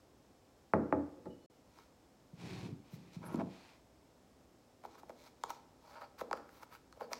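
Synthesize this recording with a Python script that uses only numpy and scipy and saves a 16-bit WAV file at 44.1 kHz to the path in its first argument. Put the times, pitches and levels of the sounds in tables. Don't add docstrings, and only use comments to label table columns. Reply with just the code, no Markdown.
import sys
import numpy as np
from scipy import signal
from scipy.fft import rfft, irfft, next_fast_len
from scipy.io import wavfile
from scipy.ndimage import uniform_filter1d

SR = 44100
rng = np.random.default_rng(int(sys.argv[2]) if len(sys.argv) > 2 else 0)


def int16_out(signal):
    q = np.round(np.clip(np.atleast_2d(signal).T, -1, 1) * 32767)
    wavfile.write(sys.argv[1], SR, q.astype(np.int16))


N = 317079
TIME = np.arange(N) / SR
TOP_HZ = 15900
BLOW = 4096
BLOW_HZ = np.maximum(np.fft.rfftfreq(BLOW, 1 / SR), 1)
FULL_SIZE = next_fast_len(N + SR, True)
FULL_HZ = np.maximum(np.fft.rfftfreq(FULL_SIZE, 1 / SR), 1)

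# start in seconds, level in dB, contact cut-off in Hz, hollow boom in Hz, then
# boom, ringing, edge tick and rebound, each in dB re the level.
KNOCKS = [(0.7352, -15, 1240, 388, -15, -19, -37, -12), (0.9246, -21, 1470, 298.6, -3, -17, -36, -14.5),
          (1.172, -57.5, 595, 330, 2, -6.5, -30, 1), (1.256, -44.5, 948, 301, -1, -7.5, -19, 4.5)]
# pitch in Hz, level in dB re the knock's ringing, t60 in seconds.
WOOD = [(82, -3.5, 0.31), (120, -11.5, 0.45), (159.1, -13.5, 0.5), (202, 7.5, 0.17), (230, -6, 0.19),
        (294, -1.5, 0.25), (325.3, 0, 0.27), (377.6, 1.5, 0.31), (429, 1.5, 0.07), (486, -8.5, 0.68),
        (529, 3, 0.18), (555.7, 0.5, 0.23), (629, 3.5, 0.17), (760, -8.5, 0.15), (831, 3, 0.12),
        (1040, -18, 0.06), (1223, -2.5, 0.13), (1330, 2, 0.077), (1560, -16, 0.18), (1885, -7, 0.1)]
# delay in seconds, pitch in Hz, dB re the rebound.
REBOUNDS = [(.0068, 272, -1.5), (0.0112, 457, -1), (.022, 175, -6.5)]


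def knocks(thud_hz=720, thud_width=850, lag=0.002714, edge_hz=2450, hollow_t60=0.16,
           jitter=0.18, jitter_share=0.0906):
    out = np.zeros(N)
    t = np.arange(SR) / SR
    for s, db, contact_hz, boom_hz, boom_db, ring_db, tick_db, rebound_db in KNOCKS:
        soft = 1 / np.sqrt(1 + (BLOW_HZ / contact_hz) ** 4)
        soft = soft / np.sqrt(1 + (BLOW_HZ / edge_hz) ** 16)
        add(out, s, undb(db) * bend(resonance(BLOW_HZ, thud_hz, thud_width) * soft, lag))
        add(out, s, undb(db + tick_db) * crack(0.0062, hz=4000))
        for delay, hz, jolt_db in REBOUNDS:
            add(out, s + delay, undb(db + rebound_db + jolt_db) * thud(hz))

        modes = [(boom_hz, boom_db, hollow_t60)]
        for hz, wood_db, t60 in WOOD:
            modes.append((hz, ring_db + wood_db + 2 * rng.standard_normal(), t60))
        for hz, mode_db, t60 in modes:
            build = (1 - np.exp(-t * hz / 2.0)) / np.hypot(1, (hz / contact_hz / 1.2) ** 2)
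            waver = jitter * np.interp(t * hz * jitter_share, np.arange(256), rng.standard_normal(256))
            ring = np.sin(2 * np.pi * (hz * t + waver + rng.random()))
            decay = np.exp(-np.log(1000) * t / t60)
            add(out, s, undb(db + mode_db) * build * decay * ring)
    return out


# start in seconds, level in dB, pitch of the flexing wall in Hz,
# rim crack in dB re the level, crack centre in Hz, then recoil and slide in dB re the level.
CLICKS = [(1.787, -48.5, 1080, -3, 2470, -15, -25), (3.3428, -39, 880, -12, 3000, -26, -20),
          (3.358, -57, 1200, 11.5, 3750, -20, -25), (4.838, -44.5, 700, -12, 2100, -9, -31),
          (4.8505, -35.5, 820, -18, 2460, -14, -22), (4.8601, -51, 940, -2, 2400, -7, -25),
          (4.9531, -47.5, 950, -7, 2400, -6.5, -26), (5.032, -44, 790, -18, 2400, -8, -30),
          (5.095, -40.5, 567, -9.5, 2300, -14, -28), (5.103, -41, 820, -19, 2200, -12, -24),
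          (5.4368, -25.5, 965, -4.5, 3700, -17.5, -46), (5.504, -32, 905, -3, 6240, -36, -14),
          (6.018, -37.5, 1040, -19, 2200, -25, -21.5), (6.2113, -32, 1130, -9.5, 2300, 1, -16.5),
          (6.3118, -26.5, 810, -18.5, 2100, -13, -50), (6.3294, -24, 1200, -12, 2200, -8, -39),
          (6.374, -45, 1320, -7, 2180, -14, -13), (6.4912, -49, 1430, -10, 2400, -24, -37),
          (6.631, -39.5, 1018, -9, 2420, -22, -13), (6.926, -48, 1200, 0.5, 4200, -14, -31),
          (6.973, -51.5, 554, -14, 2000, -13, -14), (7.009, -33, 860, -27, 4200, -8, -30),
          (7.0172, -35, 497, -35, 2000, -21, -30), (7.1161, -36.5, 610, -23, 2200, -13.5, -20),
          (7.1322, -33.5, 970, 10, 2270, -13.5, -13.5)]
RECOIL_S, RECOIL_RATIO = 0.00342, 0.45
THUMP_S, THUMP_HZ, THUMP_DB = 0.00506, 257, -16
SLIDE_RISE_S, SLIDE_FALL_S = 0.013, 0.011
SLIDE_HISS_DB, SLIDE_BRIGHT_DB = -10.5, 2.5


def clicks(textures, crack_s=0.001):
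    out = np.zeros(N)
    for s, db, hz, crack_db, crack_hz, recoil_db, slide_db in CLICKS:
        snap = flex(hz) + undb(crack_db) * crack(crack_s, crack_hz)
        add(out, s, undb(db) * snap)
        add(out, s + RECOIL_S, undb(db + recoil_db) * flex(RECOIL_RATIO * hz))
        add(out, s + THUMP_S, undb(db + recoil_db + THUMP_DB) * thud(THUMP_HZ))
        slide = swell(s, 0, SLIDE_RISE_S, SLIDE_FALL_S)
        out += stroke(textures, slide, db + slide_db, hz, db + slide_db + SLIDE_HISS_DB, SLIDE_BRIGHT_DB)
    return out


# resonance in Hz, width in Hz, level in dB.
RIM = [(1620, 300, -34), (2300, 390, 9), (3240, 900, -3.5), (4020, 960, 5.5), (5070, 360, -4.5),
       (5800, 1300, 2), (8800, 2500, -25), (12800, 4000, -9)]


def crack(decay, hz, spread=0.43, overtone=2.03, overtone_db=-3, edge_hz=12500, edge_width=6000, edge_db=-27):
    burst = rng.standard_normal(BLOW) * np.exp(-np.arange(BLOW) / SR / decay)
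    burst[2] += 5
    width = spread * hz
    ring = resonance(BLOW_HZ, hz, width) + undb(overtone_db) * resonance(BLOW_HZ, overtone * hz, width)
    edge = undb(edge_db) * resonance(BLOW_HZ, edge_hz, edge_width) ** 2
    wave = irfft(rfft(burst) * (body(BLOW_HZ, RIM) * ring + edge))[:BLOW // 2]
    return wave / np.abs(wave).max()


# resonance in Hz, width in Hz, level in dB.
SHELL = [(279, 35, -4), (503, 72, 1.5), (604, 80, 7.5), (813.5, 38, 7), (931, 98, 6), (1140, 65, -24.5),
         (1279, 66, 1.5), (1590, 41, -32), (2155, 100, -6.5), (4600, 720, -20)]


def flex(hz, damping=0.43, shell_db=-4, lag=0.001963):
    wall = resonance(BLOW_HZ, hz, damping * hz)
    return bend(wall * (wall + undb(shell_db) * body(BLOW_HZ, SHELL)), lag)


# time of the peak in seconds, length in seconds, shell level in dB before trim,
# favoured pitch in Hz, hiss level in dB before trim, skin in dB re the rim.
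RUBS = [(1.805, 0.13, -69.5, 1350, -71, -8), (2.943, 0.051, -78, 1300, -63, -1),
        (3.15, .038, -70, 980, -62.5, -11), (4.933, 0.086, -66.5, 1110, -72.5, -19),
        (4.994, 0.025, -59.5, 1580, -64.5, -2), (5.237, 0.13, -68, 970, -67, -7),
        (5.273, 0.024, -59, 1240, -67, -6), (5.524, 0.17, -79, 970, -67, -19),
        (5.91, 0.14, -59, 840, -68, -5), (5.975, 0.061, -54.5, 1110, -78, -11),
        (6.04, 0.047, -50.5, 890, -77, 4), (6.194, 0.019, -52, 1230, -57.5, -3),
        (6.568, 0.13, -66, 1190, -68, 3), (6.745, 0.054, -55, 1660, -62.5, 6),
        (7.035, 0.047, -50, 620, -72, 9), (7.175, 0.074, -62, 1990, -66, -10)]
RUB_RISE_SHARE = 0.58
SQUEAK_HZ, SQUEAK_WIDTH_HZ, SQUEAK_DB = 4570, 700, -18.5


def rubs(textures, shell_db=-1, hiss_db=-1):
    squeak = through(rng.standard_normal(N), resonance(FULL_HZ, SQUEAK_HZ, SQUEAK_WIDTH_HZ) ** 2)
    out = np.zeros(N)
    for s, length, coarse_db, hz, fine_db, bright_db in RUBS:
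        envelope = swell(s, 0, RUB_RISE_SHARE * length, (1 - RUB_RISE_SHARE) * length)
        out += stroke(textures, envelope, coarse_db + shell_db, hz, fine_db + hiss_db, bright_db)
        out += undb(coarse_db + SQUEAK_DB) * envelope * squeak
    return out


def friction():
    shell = through(grains(rate=660, spread_db=2.0), body(FULL_HZ, SHELL))
    rim_tone = colour([(1500, 6.5), (5000, 2.5), (14000, -6.5)])
    rim = through(grains(rate=3000, spread_db=5.5), body(FULL_HZ, RIM) * rim_tone)
    skin_tone = colour([(1000, 8), (5500, 2.5), (8500, -2.5), (12000, 5.5), (15000, 3.0)])
    skin = through(grains(rate=8000, spread_db=3), skin_tone)
    return shell, rim, skin


def stroke(textures, envelope, shell_db, hz, hiss_db, bright_db, focus=0.93):
    span = envelope > 1e-4
    shell, rim, skin = (x[span] for x in textures)
    b, a = signal.iirpeak(hz, 1 / focus, fs=SR)
    coarse = unit(signal.lfilter(b, a, shell))
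    hiss = unit(rim + undb(bright_db) * skin)
    out = np.zeros(N)
    out[span] = envelope[span] * (undb(shell_db) * coarse + undb(hiss_db) * hiss)
    return out


DRAG_S, DRAG_HOLD_S, DRAG_DB, DRAG_HZ = 3.228, 0.07, -53.5, 980
CHATTER_S, CHATTER_PER_S, CHATTER_DB, CHATTER_HZ = 3.397, 111, -31.5, 680


def drag(textures, count=3, pitch_scatter=0.1):
    envelope = swell(DRAG_S, DRAG_HOLD_S, rise=0.0085, fall=0.07)
    out = stroke(textures, envelope, DRAG_DB, DRAG_HZ, hiss_db=-73, bright_db=-11)
    slips = CHATTER_S + np.arange(count) / CHATTER_PER_S
    for s in slips:
        hz = CHATTER_HZ * np.exp(pitch_scatter * rng.standard_normal())
        add(out, s, undb(CHATTER_DB) * flex(hz))
    grind = swell(slips[-2], 0, rise=0.028, fall=0.011)
    return out + stroke(textures, grind, shell_db=-45.5, hz=CHATTER_HZ, hiss_db=-75, bright_db=-12)


# centre in seconds, half length in seconds,
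# pitch in Hz, width in Hz, level in dB.
WHISTLES = [(1.33, 0.023, 2946, 50.5, -67.5), (1.47, 0.087, 2976, 30, -78), (1.45, 0.054, 4300, 40.1, -82),
            (3.269, 0.016, 10500, 2240, -60), (3.333, 0.014, 10500, 2500, -70),
            (5.269, .004, 4520, 500, -62)]


def whistles():
    hiss = rng.standard_normal(N)
    out = np.zeros(N)
    for s, half, hz, width, db in WHISTLES:
        envelope = np.exp(-((TIME - s) / half) ** 2)
        out += undb(db) * envelope * through(hiss, resonance(FULL_HZ, hz, width) ** 2)
    return out


# start in seconds, level in dB, pitch in Hz.
BUMPS = [(2.328, -45.5, 166), (2.649, -39.5, 167), (2.716, -41, 153), (2.929, -41, 163),
         (3.161, -38.5, 169), (3.3416, -26.5, 256), (3.366, -31.5, 242), (3.3802, -30, 230)]


def bumps(tick_hz=950, tick_width=700, tick_db=-29, lag=0.00264):
    out = np.zeros(N)
    tick = undb(tick_db) * bend(resonance(BLOW_HZ, tick_hz, tick_width) ** 2, lag)
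    for s, db, hz in BUMPS:
        add(out, s, undb(db) * (thud(hz) + tick))
    return out


# time of full speed in seconds, hold in seconds, level in dB before trim.
SWISHES = [(2.453, 0.14, -55), (2.89, 0.39, -70.5), (3.532, 0.14, -63.5)]
SWISH_RISE_S, SWISH_FALL_S = 0.063, 0.096
# time of full weight in seconds, hold in seconds,
# rumble in dB before trim.
PUSHES = [(2.453, 0.22, -46.5), (2.967, 0.019, -57.5), (3.245, 0.025, -50), (3.38, 0.012, -42.5)]
PUSH_RISE_S, PUSH_FALL_S = 0.05, 0.099
# frequency in Hz, relative level in dB per Hz.
CLOTH = [(290, -25), (500, -14), (694, -7), (766, 0), (835, -2.5), (1020, -3), (1170, -6.5), (1560, -10.5),
         (2500, -5), (2800, -10.5), (4350, -10.5), (15000, -36)]
# resonance in Hz, width in Hz, level in dB.
TABLE = [(81, 15, 0), (127, 46, 2.5), (172.5, 29, 8), (280, 29, -2), (343, 27, -10)]


def sleeve(cloth_db=-0.5, rumble_db=-2, flutter_db=1.0):
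    hiss = sum(undb(db) * swell(s, hold, SWISH_RISE_S, SWISH_FALL_S) for s, hold, db in SWISHES)
    rumble = sum(undb(db) * swell(s, hold, PUSH_RISE_S, PUSH_FALL_S) for s, hold, db in PUSHES)
    fibres = through(grains(rate=4500, spread_db=1.0), colour(CLOTH))
    fibres = fibres * undb(flutter_db * wander(rate=65))
    top_tone = body(FULL_HZ, TABLE) * colour([(400, -1.5), (700, -14), (3000, -19)])
    top = through(grains(rate=500, spread_db=2.5), top_tone)
    return undb(cloth_db) * hiss * fibres + undb(rumble_db) * rumble * top


# frequency in Hz, level in dB re the sound sent into the room, t60 in seconds.
ROOM = [(99, 2.5, 0.2), (297, 0, 0.48), (800, -11, 0.62), (2020, -13.5, 0.54), (5000, -9, 0.44),
        (14000, -15, 0.23)]
# delay behind the direct sound in seconds, level in dB re the sound sent in.
ECHOES = [(.0056, -24.5), (.0093, -22), (0.0138, -24), (0.0228, -21.5), (.037, -44.5)]


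def room(x, build_s=0.0036):
    t = np.arange(SR) / SR
    f = np.log2(np.maximum(np.fft.rfftfreq(SR, 1 / SR), 1))
    hz, db, t60 = np.transpose(ROOM)
    noise = rfft(rng.standard_normal(SR))
    response = np.zeros(SR)
    for octave in range(6, 15):
        band = irfft(noise * np.maximum(1 - np.abs(f - octave), 0), SR)
        band_t60 = np.interp(octave, np.log2(hz), t60)
        band_db = np.interp(octave, np.log2(hz), db)
        fade = (1 - np.exp(-t / build_s)) * np.exp(-np.log(1000) * t / band_t60)
        response += undb(band_db) * band * fade / np.sqrt(np.sum(fade ** 2))
    for delay, echo_db in ECHOES:
        response[int(delay * SR)] += undb(echo_db)
    return signal.fftconvolve(x, response)[:N]


# frequency in Hz, relative level in dB per Hz.
AIR = [(20, -26), (53, -5), (100, -5.5), (190, -7), (280, -4), (400, -7.5), (780, -11.5), (1450, -21.5),
       (2800, -26.5), (5300, -27), (7900, -29.5), (9000, -34), (15500, -37.5)]
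AIR_DB = -66
# pitch in Hz, rms level in dB.
HUM = [(64.6, -82), (258.4, -79), (511.4, -84.5), (769.8, -103), (5259, -90), (7720, -102), (8005, -104)]


def background(drift=0.25):
    out = undb(AIR_DB) * through(rng.standard_normal(N), colour(AIR))
    for hz, db in HUM:
        waver = drift * np.sqrt(hz / 250) * wander(rate=16)
        out += undb(db) * unit(np.sin(2 * np.pi * (hz * TIME + waver)))
    return out


def thud(hz, damping=0.46, lag=0.002747):
    return bend(resonance(BLOW_HZ, hz, damping * hz) ** 2, lag)


def bend(response, lag):
    cycles = lag * (2 * np.sqrt(1000 * BLOW_HZ) - BLOW_HZ * np.sqrt(1000 / TOP_HZ))
    wave = irfft(response * np.exp(-2j * np.pi * cycles))[:BLOW // 2]
    return wave / np.abs(wave).max()


def resonance(f, hz, width):
    return 1 / (1 + 1j * (f * f - hz * hz) / (f * width))


def body(f, modes):
    lowest = modes[0][0]
    radiation = f ** 2 / (f ** 2 + lowest ** 2)
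    return sum(undb(db) * resonance(f, hz, width) for hz, width, db in modes) * radiation


def grains(rate, spread_db):
    slips = rng.random(N) < rate / SR
    return slips * rng.choice([-1, 1], N) * undb(spread_db * rng.standard_normal(N))


def swell(s, hold, rise, fall):
    t = TIME - s
    before = np.minimum(t, 0) / rise
    after = np.maximum(t - hold, 0) / fall
    return np.exp(-np.minimum(before ** 2 + after ** 2, 20))


def wander(rate):
    knots = rng.standard_normal(4096)
    return np.interp(TIME * rate, np.arange(len(knots)), knots)


def colour(points):
    hz, db = np.transpose(points)
    return undb(np.interp(np.log(FULL_HZ), np.log(hz), db))


def through(x, response):
    return unit(irfft(rfft(x, FULL_SIZE) * response, FULL_SIZE)[:N])


def undb(db):
    return 10 ** (np.asarray(db) / 20)


def unit(x):
    return x / np.sqrt(np.mean(x ** 2))


def add(track, s, sound):
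    start = int(s * SR)
    part = sound[:max(len(track) - start, 0)]
    track[start:start + len(part)] += part


def scene(knock_wet_db=0, tub_wet_db=0, table_wet_db=-3):
    wood = knocks()
    textures = friction()
    tub = clicks(textures) + rubs(textures) + drag(textures) + whistles()
    table = bumps() + sleeve()
    sent = undb(knock_wet_db) * wood + undb(tub_wet_db) * tub + undb(table_wet_db) * table
    return (wood + tub + table + room(sent) + background())[None]


MUTE_S = (1.461, 1.499)


def record(dry):
    live = 1.0 * ((TIME < MUTE_S[0]) | (TIME > MUTE_S[1]))
    live = uniform_filter1d(live, size=64)
    low_pass = signal.ellip(8, 0.2, 70, TOP_HZ, fs=SR, output="sos")
    return signal.sosfilt(low_pass, dry * live)


dry = scene()
out = record(dry)
int16_out(out)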